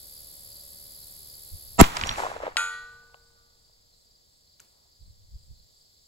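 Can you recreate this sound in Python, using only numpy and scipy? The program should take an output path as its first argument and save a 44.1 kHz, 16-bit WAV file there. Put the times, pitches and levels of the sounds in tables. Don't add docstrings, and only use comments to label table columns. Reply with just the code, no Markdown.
import sys
import numpy as np
from scipy import signal
from scipy.fft import rfft, irfft, next_fast_len
from scipy.io import wavfile

SR = 44100
rng = np.random.default_rng(int(sys.argv[2]) if len(sys.argv) > 2 else 0)


def transcribe(u):
    v = np.clip(np.atleast_2d(u).T, -1, 1)
    q = np.round(v * 32767).astype(np.int16)
    wavfile.write(sys.argv[1], SR, q)


N = 267687

# frequency_hz, level_db
AIR_SPECTRUM = [(20, -5.5), (70, -0.5), (130, -7.5), (280, -18), (560, -14.5), (700, -18.5), (1000, -24),
                (1500, -27), (2000, -22), (4000, -45)]
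# time_s, level_db
GUSTS = [(1.543, -49.5), (5.025, -49.5), (5.079, -45.5), (5.345, -40.5), (5.514, -44)]
# start_s, rise_s, hold_s, level_db
BREEZES = [(1.45, .3, .05, -61.5), (4.98, 0.11, 0.51, -57)]
# frequency_hz, level_db
CHORUS_SPECTRUM = [(2000, -33.5), (2800, -20), (3500, -7), (4200, -4.5), (4700, 3), (5300, -3), (5800, -9),
                   (7800, -9), (9000, -15.5), (11500, -13), (15500, -16)]
# pitch_hz, strokes_per_s, pitch_fall_share, level_vs_chorus_db
TRILLS = [(7390, 25.5, .025, -13), (4590, 44.3, .01, -12), (4215, 79, .02, -12.5)]
# frequency_hz, level_db
KATYDID_SPECTRUM = [(5000, -42.5), (8000, -15.5), (10200, -4), (11200, -3), (12200, -3), (13500, -14),
                    (15500, -14)]
# start_s, end_s, period_s, pitch_hz, level_vs_chorus_db
CHIRP_RUNS = [(.125, 1.5, .39, 4786, -3.5), (.512, 1.7, 0.47, 4150, -9.5), (3.215, 6, .425, 4800, -4),
              (3.93, 6, 0.54, 4130, -8)]
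# start_s, level_db, pitch_hz, width_hz
GUN_CLICKS = [(4.5973, -46, 2600, 700), (4.6014, -49, 1490, 200), (4.6012, -34, 7300, 1200)]
# pitch_hz, level_db, fade_s (a fade is the time to drop 60 dB)
PLATE_TONES = [(467.5, -56.0, 3.0), (898.0, -40.0, 0.55), (1185.3, -34.0, 0.98), (1396.6, -21.5, 0.5),
               (1486.7, -25.0, 0.98), (1902.4, -35.5, 0.5), (2261.0, -40.0, 0.45), (2482.0, -32.5, 0.44),
               (2880.0, -43.0, 0.45), (3308.5, -35.5, 0.46), (3488.0, -45.0, 0.5), (4060.0, -45.0, 0.95),
               (4544.0, -44.0, 0.6), (6282.0, -38.0, 0.45), (6852.2, -33.0, 0.64), (7693.0, -44.0, 0.46),
               (7940.0, -45.0, 0.5), (8753.0, -37.0, 0.33), (10960.0, -42.0, 0.35)]
# frequency_hz, level_db
WEAK_TONE_SPECTRUM = [(700, -12), (1500, -1.5), (4000, -2.5), (5600, -12), (8000, -9), (11000, -9.5),
                      (13500, -32)]
# frequency_hz, gain_db
CLANG_ECHO_GAINS = [(1500, -32), (1900, -3), (2450, -16), (3350, -13), (4050, -6), (6900, -13), (9000, -16)]
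# start_s, hold_s, fade_s, bright_db, dull_db
LAND_PATCHES = [(1.808, 0.022, 0.13, -24, -34), (1.946, 0.17, 0.38, -36.5, -44.5),
                (2.165, 0.052, 0.79, -40, -35.5), (2.412, 0.054, 0.2, -51, -39.5)]
# frequency_hz, level_db
BRIGHT_SPECTRUM = [(60, -9), (200, -4.5), (430, -11), (1000, 5), (1600, -2.5), (3300, -6.5), (5000, -12),
                   (8000, -17.5), (14000, -31)]
# frequency_hz, level_db
DULL_SPECTRUM = [(60, -23), (200, -20), (380, -7), (900, -2), (1800, -7.5), (8000, -45.5)]
# time_s, level_db
ECHO_THUDS = [(2.033, -35), (2.112, -36)]
# start_s, level_db, low_hz, high_hz
NEAR_ECHOES = [(1.8404, -12.5, 1300, 3230), (1.9686, -12, 550, 5730), (1.9718, -17, 600, 2590),
               (2.0122, -14.5, 1000, 4470), (2.0367, -12, 1590, 3870), (2.0708, -20.5, 2200, 7940),
               (2.0925, -11, 1500, 4500), (2.1125, -18, 900, 3400), (2.159, -23.5, 900, 3200)]
# start_s, level_db, centre_hz, crisp_edge_db
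FAR_ECHOES = [(2.1827, -21, 795, -9), (2.1948, -21, 900, -16), (2.202, -16.5, 840, -11),
              (2.2355, -17.5, 740, -14), (2.2476, -22, 680, -22), (2.2546, -20.5, 880, -16),
              (2.2653, -19.5, 820, -16), (2.268, -19.5, 810, -22), (2.316, -23.5, 850, -20),
              (2.363, -25, 630, -21), (2.403, -27, 680, -26), (2.4342, -23, 490, -26),
              (2.4673, -21, 704, -22), (2.478, -21.5, 576, -24), (2.5592, -33.5, 750, -8),
              (3.144, -39, 780, 0.5), (3.697, -58, 700, -14)]
# frequency_hz, level_db
RECORDING_NOISE_SPECTRUM = [(60, -5.5), (200, 0.5), (600, -8.5), (1500, -14), (3500, -20), (6400, -25),
                            (7600, -20), (8500, -32), (16000, -42)]
# pitch_hz, level_db
RECORDING_NOISE_TONES = [(683, 0), (797, -3), (966, -1), (1144, -5), (1290, -2), (1818, -11), (2058, -11),
                         (2705, -13), (7155, -15), (7501, -14)]
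# frequency_hz, left_minus_right_db
RECORDING_NOISE_PAN = [(380, 6), (700, -13.5), (1290, -23), (2400, -5.5), (8000, -2.5)]

TIME = np.arange(N) / SR
SHOT_S, CLANG_S = 1.8135, 2.569
CHORUS_DB = -64.5
FIELD_LAG_MS = -.272


def amp(db):
    return np.exp(np.maximum(db, -300) * (np.log(10) / 20))


def unit_power(x):
    return x / np.sqrt(np.mean(x ** 2) + 1e-20)


def spectrum(points):
    hz, db = np.transpose(points)
    return np.interp(np.log(np.fft.rfftfreq(N, 1 / SR) + 1), np.log(hz), db)


def equalise(x, gains_db):
    size = next_fast_len(N, True)
    gains = np.interp(np.fft.rfftfreq(size), np.fft.rfftfreq(N), amp(gains_db))
    return irfft(rfft(x, size) * gains, size)[..., :N]


def band(x, low_hz, high_hz, order=2):
    limits = [low_hz, min(high_hz, .45 * SR)]
    return signal.sosfilt(signal.butter(order, limits, "band", fs=SR, output="sos"), x)


def place(x, pan_db, lag_ms):
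    t = np.arange(len(x)) / SR
    left = np.interp(t - lag_ms / 1000, t, x)
    return np.array([left * amp(pan_db / 2), x * amp(-pan_db / 2)])


def noise(points, alike=0., lag_ms=0.):
    shared, *own = rng.standard_normal((3, N))
    white = np.sqrt(alike) * place(shared, 0, lag_ms) + np.sqrt(1 - alike) * np.array(own)
    return unit_power(equalise(white, spectrum(points)))


def drift(rate_hz, size=N):
    smooth = signal.butter(2, rate_hz, fs=SR, output="sos")
    return unit_power(signal.sosfilt(smooth, rng.standard_normal(size + SR // 4))[-size:])


def tone(hz, waver):
    return unit_power(np.sin(2 * np.pi * np.cumsum(hz * (1 + waver * drift(25))) / SR))


def dying(start_s, fade_s):
    return (TIME >= start_s) * amp(-60 * np.maximum(TIME - start_s, 0) / fade_s)


def swell(start_s, rise_s, hold_s, fade_s):
    rise = np.clip((TIME - start_s) / rise_s, 0, 1) ** 2
    return rise * amp(-60 * np.maximum(TIME - start_s - rise_s - hold_s, 0) / fade_s)


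def bumps(rows, half_width_s):
    return sum(amp(db) * np.exp(-.5 * ((TIME - s) / half_width_s) ** 2) for s, db in rows)


def clap(low_hz, high_hz, tail, fade_s, order=3):
    t = np.arange(SR // 16) / SR
    spike = tail * rng.standard_normal(len(t)) * amp(-60 * t / fade_s)
    spike[0] += 1
    x = band(spike, low_hz, high_hz, order)
    return x / np.abs(x).max()


def add(out, start_s, x):
    at = int(start_s * SR)
    out[..., at:at + x.shape[-1]] += x[..., :N - at]


def far_vehicle(level_db=-80.5, nearest_s=.65, fade_db_per_s=15):
    return amp(level_db - fade_db_per_s * np.abs(TIME - nearest_s)) * tone(567, waver=.0061)


def open_air():
    wide = noise([(250, -25), (550, .5), (1000, -2.5), (2600, -12.5), (5000, -35)], alike=1) * [[1], [-1]]
    return amp(-70) * noise(AIR_SPECTRUM, alike=.54, lag_ms=FIELD_LAG_MS) + amp(-76.5) * wide


def wind():
    breeze = sum(amp(db) * swell(s, rise_s, hold_s, fade_s=.4) for s, rise_s, hold_s, db in BREEZES)
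    rumble = noise([(20, .5), (55, 1.5), (100, -3), (170, -19.5), (300, -40.5), (4000, -90)], alike=.41)
    return (bumps(GUSTS, half_width_s=.015) + breeze) * rumble


def wing_strokes(strokes, hz, fall, rasp):
    progress = strokes % 1
    note = np.exp(2j * np.pi * np.cumsum(hz * (1 - fall * (progress - .5))) / SR)
    roughness = drift(170, len(strokes)) + 1j * drift(170, len(strokes))
    return unit_power(np.sin(np.pi * progress) ** 4 * np.real(note * (1 + rasp * roughness)))


def insect_chorus(join_s=5.07, join_rise_s=.71, lisp_period_s=.36):
    lift = amp(3 * np.clip((TIME - join_s) / join_rise_s, 0, 1))
    out = np.sqrt(lift) * noise(CHORUS_SPECTRUM, alike=.39, lag_ms=FIELD_LAG_MS)
    for hz, strokes_per_s, fall, db in TRILLS:
        trill = wing_strokes(strokes_per_s * TIME, hz, fall, rasp=.4)
        out += lift * amp(db) * place(trill, pan_db=-.5, lag_ms=rng.uniform(-.0303, .03))
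    lisp_pulses = np.cos(np.pi * (TIME - 3.63) / lisp_period_s) ** 4
    out += amp(-10) * lisp_pulses * unit_power(band(rng.standard_normal(N), 8000, 8550))
    return amp(CHORUS_DB) * out


def katydid(level_db=-59, buzz_hz=74, stop_s=2.2):
    buzz = unit_power(1 + .6 * np.sin(2 * np.pi * buzz_hz * TIME))
    loudness = amp(level_db) * ((TIME < stop_s) + dying(stop_s, fade_s=.29))
    return loudness * buzz * noise(KATYDID_SPECTRUM, alike=1, lag_ms=FIELD_LAG_MS)


def crickets(stroke_s=.042):
    out = np.zeros((2, N))
    for start_s, end_s, period_s, hz, db in CHIRP_RUNS:
        for s in np.arange(start_s, end_s, period_s):
            strokes = np.arange(int(rng.choice([2, 3, 3]) * stroke_s * SR)) / (stroke_s * SR)
            add(out, s - .012, amp(CHORUS_DB + db) * wing_strokes(strokes, hz, fall=.13, rasp=.3))
    return out


def gun_handling():
    out = np.zeros((2, N))
    for s, db, hz, width_hz in GUN_CLICKS:
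        add(out, s, amp(db) * clap(hz - width_hz / 2, hz + width_hz / 2, tail=.65, fade_s=.013, order=1))
    answer = unit_power(band(rng.standard_normal((2, N)), 420, 1070))
    out += amp(-75) * swell(4.65, .095, .11, fade_s=.3) * answer
    hiss = noise([(400, 2), (1500, -4), (15000, -7)])
    return out + amp(-57.5) * dying(GUN_CLICKS[0][0], fade_s=.45) * hiss


def weak_plate_tones(count=260, spread_db=14, typical_fade_s=.42):
    age, crowd = np.arange(SR * 3 // 4) / SR, 0
    for k, (offset, strength, life, flip) in enumerate(rng.random((count, 4))):
        hz = 700 + 13800 * ((k + offset) / count) ** 1.3
        db = np.interp(hz, *np.transpose(WEAK_TONE_SPECTRUM)) + spread_db * strength
        loudness = amp(db - 60 * age / (typical_fade_s * (.5 + life)))
        crowd += np.sign(flip - .5) * loudness * np.sin(2 * np.pi * hz * age)
    return crowd / np.std(crowd[:SR // 100])


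def clang_echoes(ring, near_delay_s=.125, far_delay_s=.77, rise_s=.05):
    near, far = np.zeros(N), np.zeros((2, N))
    echo = ring * np.minimum(TIME[:len(ring)] / rise_s, 1)
    add(near, CLANG_S + near_delay_s, echo)
    add(far, CLANG_S + far_delay_s, place(band(echo, 1080, 1300), pan_db=1, lag_ms=FIELD_LAG_MS))
    return equalise(near, spectrum(CLANG_ECHO_GAINS)) + amp(-30) * far


def steel_plate(spread_s=.0056):
    out, age = np.zeros((2, N)), np.arange(2 * SR) / SR
    strong = amp(-.5) * sum((-1) ** k * amp(db - 60 * age / fade_s) * np.sin(2 * np.pi * hz * age)
                            for k, (hz, db, fade_s) in enumerate(PLATE_TONES))
    clang = strong.copy()
    add(clang, 0, amp(-33) * weak_plate_tones())
    clang *= 1 - np.exp(-age / spread_s)
    add(clang, 0, amp(-16) * clap(7800, 10500, tail=.1, fade_s=.035))
    add(clang, 0, amp(-3.5) * clap(1670, 4700, tail=.06, fade_s=.035))
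    add(out, CLANG_S, place(clang, pan_db=.5, lag_ms=-.08))
    field_scatter = noise([(400, -3), (1400, -5), (3500, 5), (14000, -23)], alike=.4, lag_ms=-.042)
    out += amp(-47) * dying(CLANG_S, fade_s=1) * field_scatter
    clank = unit_power(band(rng.standard_normal(N), 520, 1700))
    out += amp(-42) * dying(CLANG_S, fade_s=.38) * clank
    cut_bass = signal.butter(2, 270, "high", fs=SR, output="sos")
    return signal.sosfilt(cut_bass, out + clang_echoes(strong))


def field_roll(rise_s=.012):
    bright_power = (amp(-33.5) * dying(SHOT_S, fade_s=1.5)) ** 2
    dull_power = (amp(-44) * dying(SHOT_S, fade_s=2.88)) ** 2
    for s, hold_s, fade_s, bright_db, dull_db in LAND_PATCHES:
        wash = swell(s, rise_s, hold_s, fade_s)
        bright_power += (amp(bright_db) * wash) ** 2
        dull_power += (amp(dull_db) * wash) ** 2
    bright = amp(1.5 * drift(250)) * noise(BRIGHT_SPECTRUM, alike=.62, lag_ms=.5) * amp([[-1.4], [1.4]])
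    dull = amp(3.5 * drift(130)) * noise(DULL_SPECTRUM, alike=.56, lag_ms=FIELD_LAG_MS)
    return np.sqrt(bright_power) * bright + np.sqrt(dull_power) * dull


def bass_echoes():
    loudness = amp(-44) * swell(1.93, .08, .076, fade_s=.2) + amp(-46.5) * dying(SHOT_S, fade_s=4.2)
    rumble = noise([(20, 2), (55, 1.5), (100, -5), (170, -13), (2000, -90)], alike=.9)
    thud = noise([(120, 0), (230, -5.5), (1500, -80)], alike=.92)
    return loudness * rumble + bumps(ECHO_THUDS, half_width_s=.011) * thud


def stubble_and_leaves():
    stubble = noise([(350, 12), (700, -5), (4000, -10.5), (7000, 0), (15500, -4)], alike=.9)
    leaves = noise([(2500, -20), (4500, -3), (7500, -2.5), (12000, -12), (15000, -33)], alike=.4)
    return (amp(-32) * dying(SHOT_S, fade_s=.4) * stubble
            + amp(-45) * swell(2.13, .044, .038, fade_s=.53) * leaves)


def tree_echoes():
    out = np.zeros((2, N))
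    for s, db, low_hz, high_hz in NEAR_ECHOES:
        sharp = clap(low_hz, high_hz, tail=.35, fade_s=.013)
        add(out, s, amp(db) * place(sharp, pan_db=-2.5, lag_ms=.36))
    for s, db, hz, edge_db in FAR_ECHOES:
        dull = clap(hz * .69, hz * 1.36, tail=.073, fade_s=.025)
        edge = amp(edge_db) * clap(1300, 3000, tail=.056, fade_s=.0088, order=4)
        add(out, s, amp(db) * place(dull + edge, pan_db=2, lag_ms=FIELD_LAG_MS))
    whistle = amp(-43) * swell(2.055, .008, .065, fade_s=.03) * tone(5760, waver=.0082)
    return out + whistle


def recording_noise():
    tones = unit_power(sum(amp(db) * np.sin(2 * np.pi * (hz * TIME + rng.random()))
                           for hz, db in RECORDING_NOISE_TONES))
    left, right = amp(-4) * noise(RECORDING_NOISE_SPECTRUM) + amp(-2) * tones
    pan_db = spectrum(RECORDING_NOISE_PAN)
    panned = np.array([equalise(left, np.minimum(pan_db, 0)), equalise(right, np.minimum(-pan_db, 0))])
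    return amp(-4.5) * swell(1.7805, .0225, .0095, fade_s=.014) * unit_power(panned)


def revolver_shot(thump_cycles=2.25, slowing_s=.0063):
    crack = noise([(300, -3), (900, 13), (2500, 0), (7500, -5), (10500, 7), (13500, -5)])
    crack *= amp(.5) * dying(SHOT_S - .001, fade_s=.01)
    age = np.maximum(TIME - SHOT_S - .0004, 0)
    pressure = -np.sin(2 * np.pi * thump_cycles * np.tanh(age / slowing_s))
    thump = pressure * (amp(5) * dying(SHOT_S, fade_s=.056) + amp(-17.5) * dying(SHOT_S, fade_s=.21))
    return crack + place(thump, pan_db=2, lag_ms=.6)


def widen_treble(x, above_hz=6300, in_step_hz=7200, full_turn_hz=4150):
    size = next_fast_len(N, True)
    left, right = rfft(x, size)
    hz = np.fft.rfftfreq(size, 1 / SR)
    share = np.clip((hz - above_hz) / 400 + .5, 0, 1)
    shifted = right * np.exp(-2j * np.pi * (hz - in_step_hz) / full_turn_hz)
    return irfft(np.array([(1 - share) * left + share * shifted, right]), size)[:, :N]


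def scene():
    return (recording_noise() + revolver_shot() + field_roll() + bass_echoes() + stubble_and_leaves()
            + tree_echoes() + steel_plate() + insect_chorus() + katydid() + crickets()
            + far_vehicle() + open_air() + wind() + gun_handling())


def record(dry, boost_db=11.5, no_boost_at_db=-26):
    loudest_so_far_db = 20 * np.log10(np.maximum.accumulate(np.abs(dry).max(axis=0)) + 1e-9)
    gain = amp(np.clip(no_boost_at_db - loudest_so_far_db, 0, boost_db))
    clipped = np.clip(gain * widen_treble(dry), -.97, .97)
    cut_top_treble = signal.cheby2(14, 60, 16500, fs=SR, output="sos")
    return signal.sosfilt(cut_top_treble, clipped)


dry = scene()
out = record(dry)
transcribe(out)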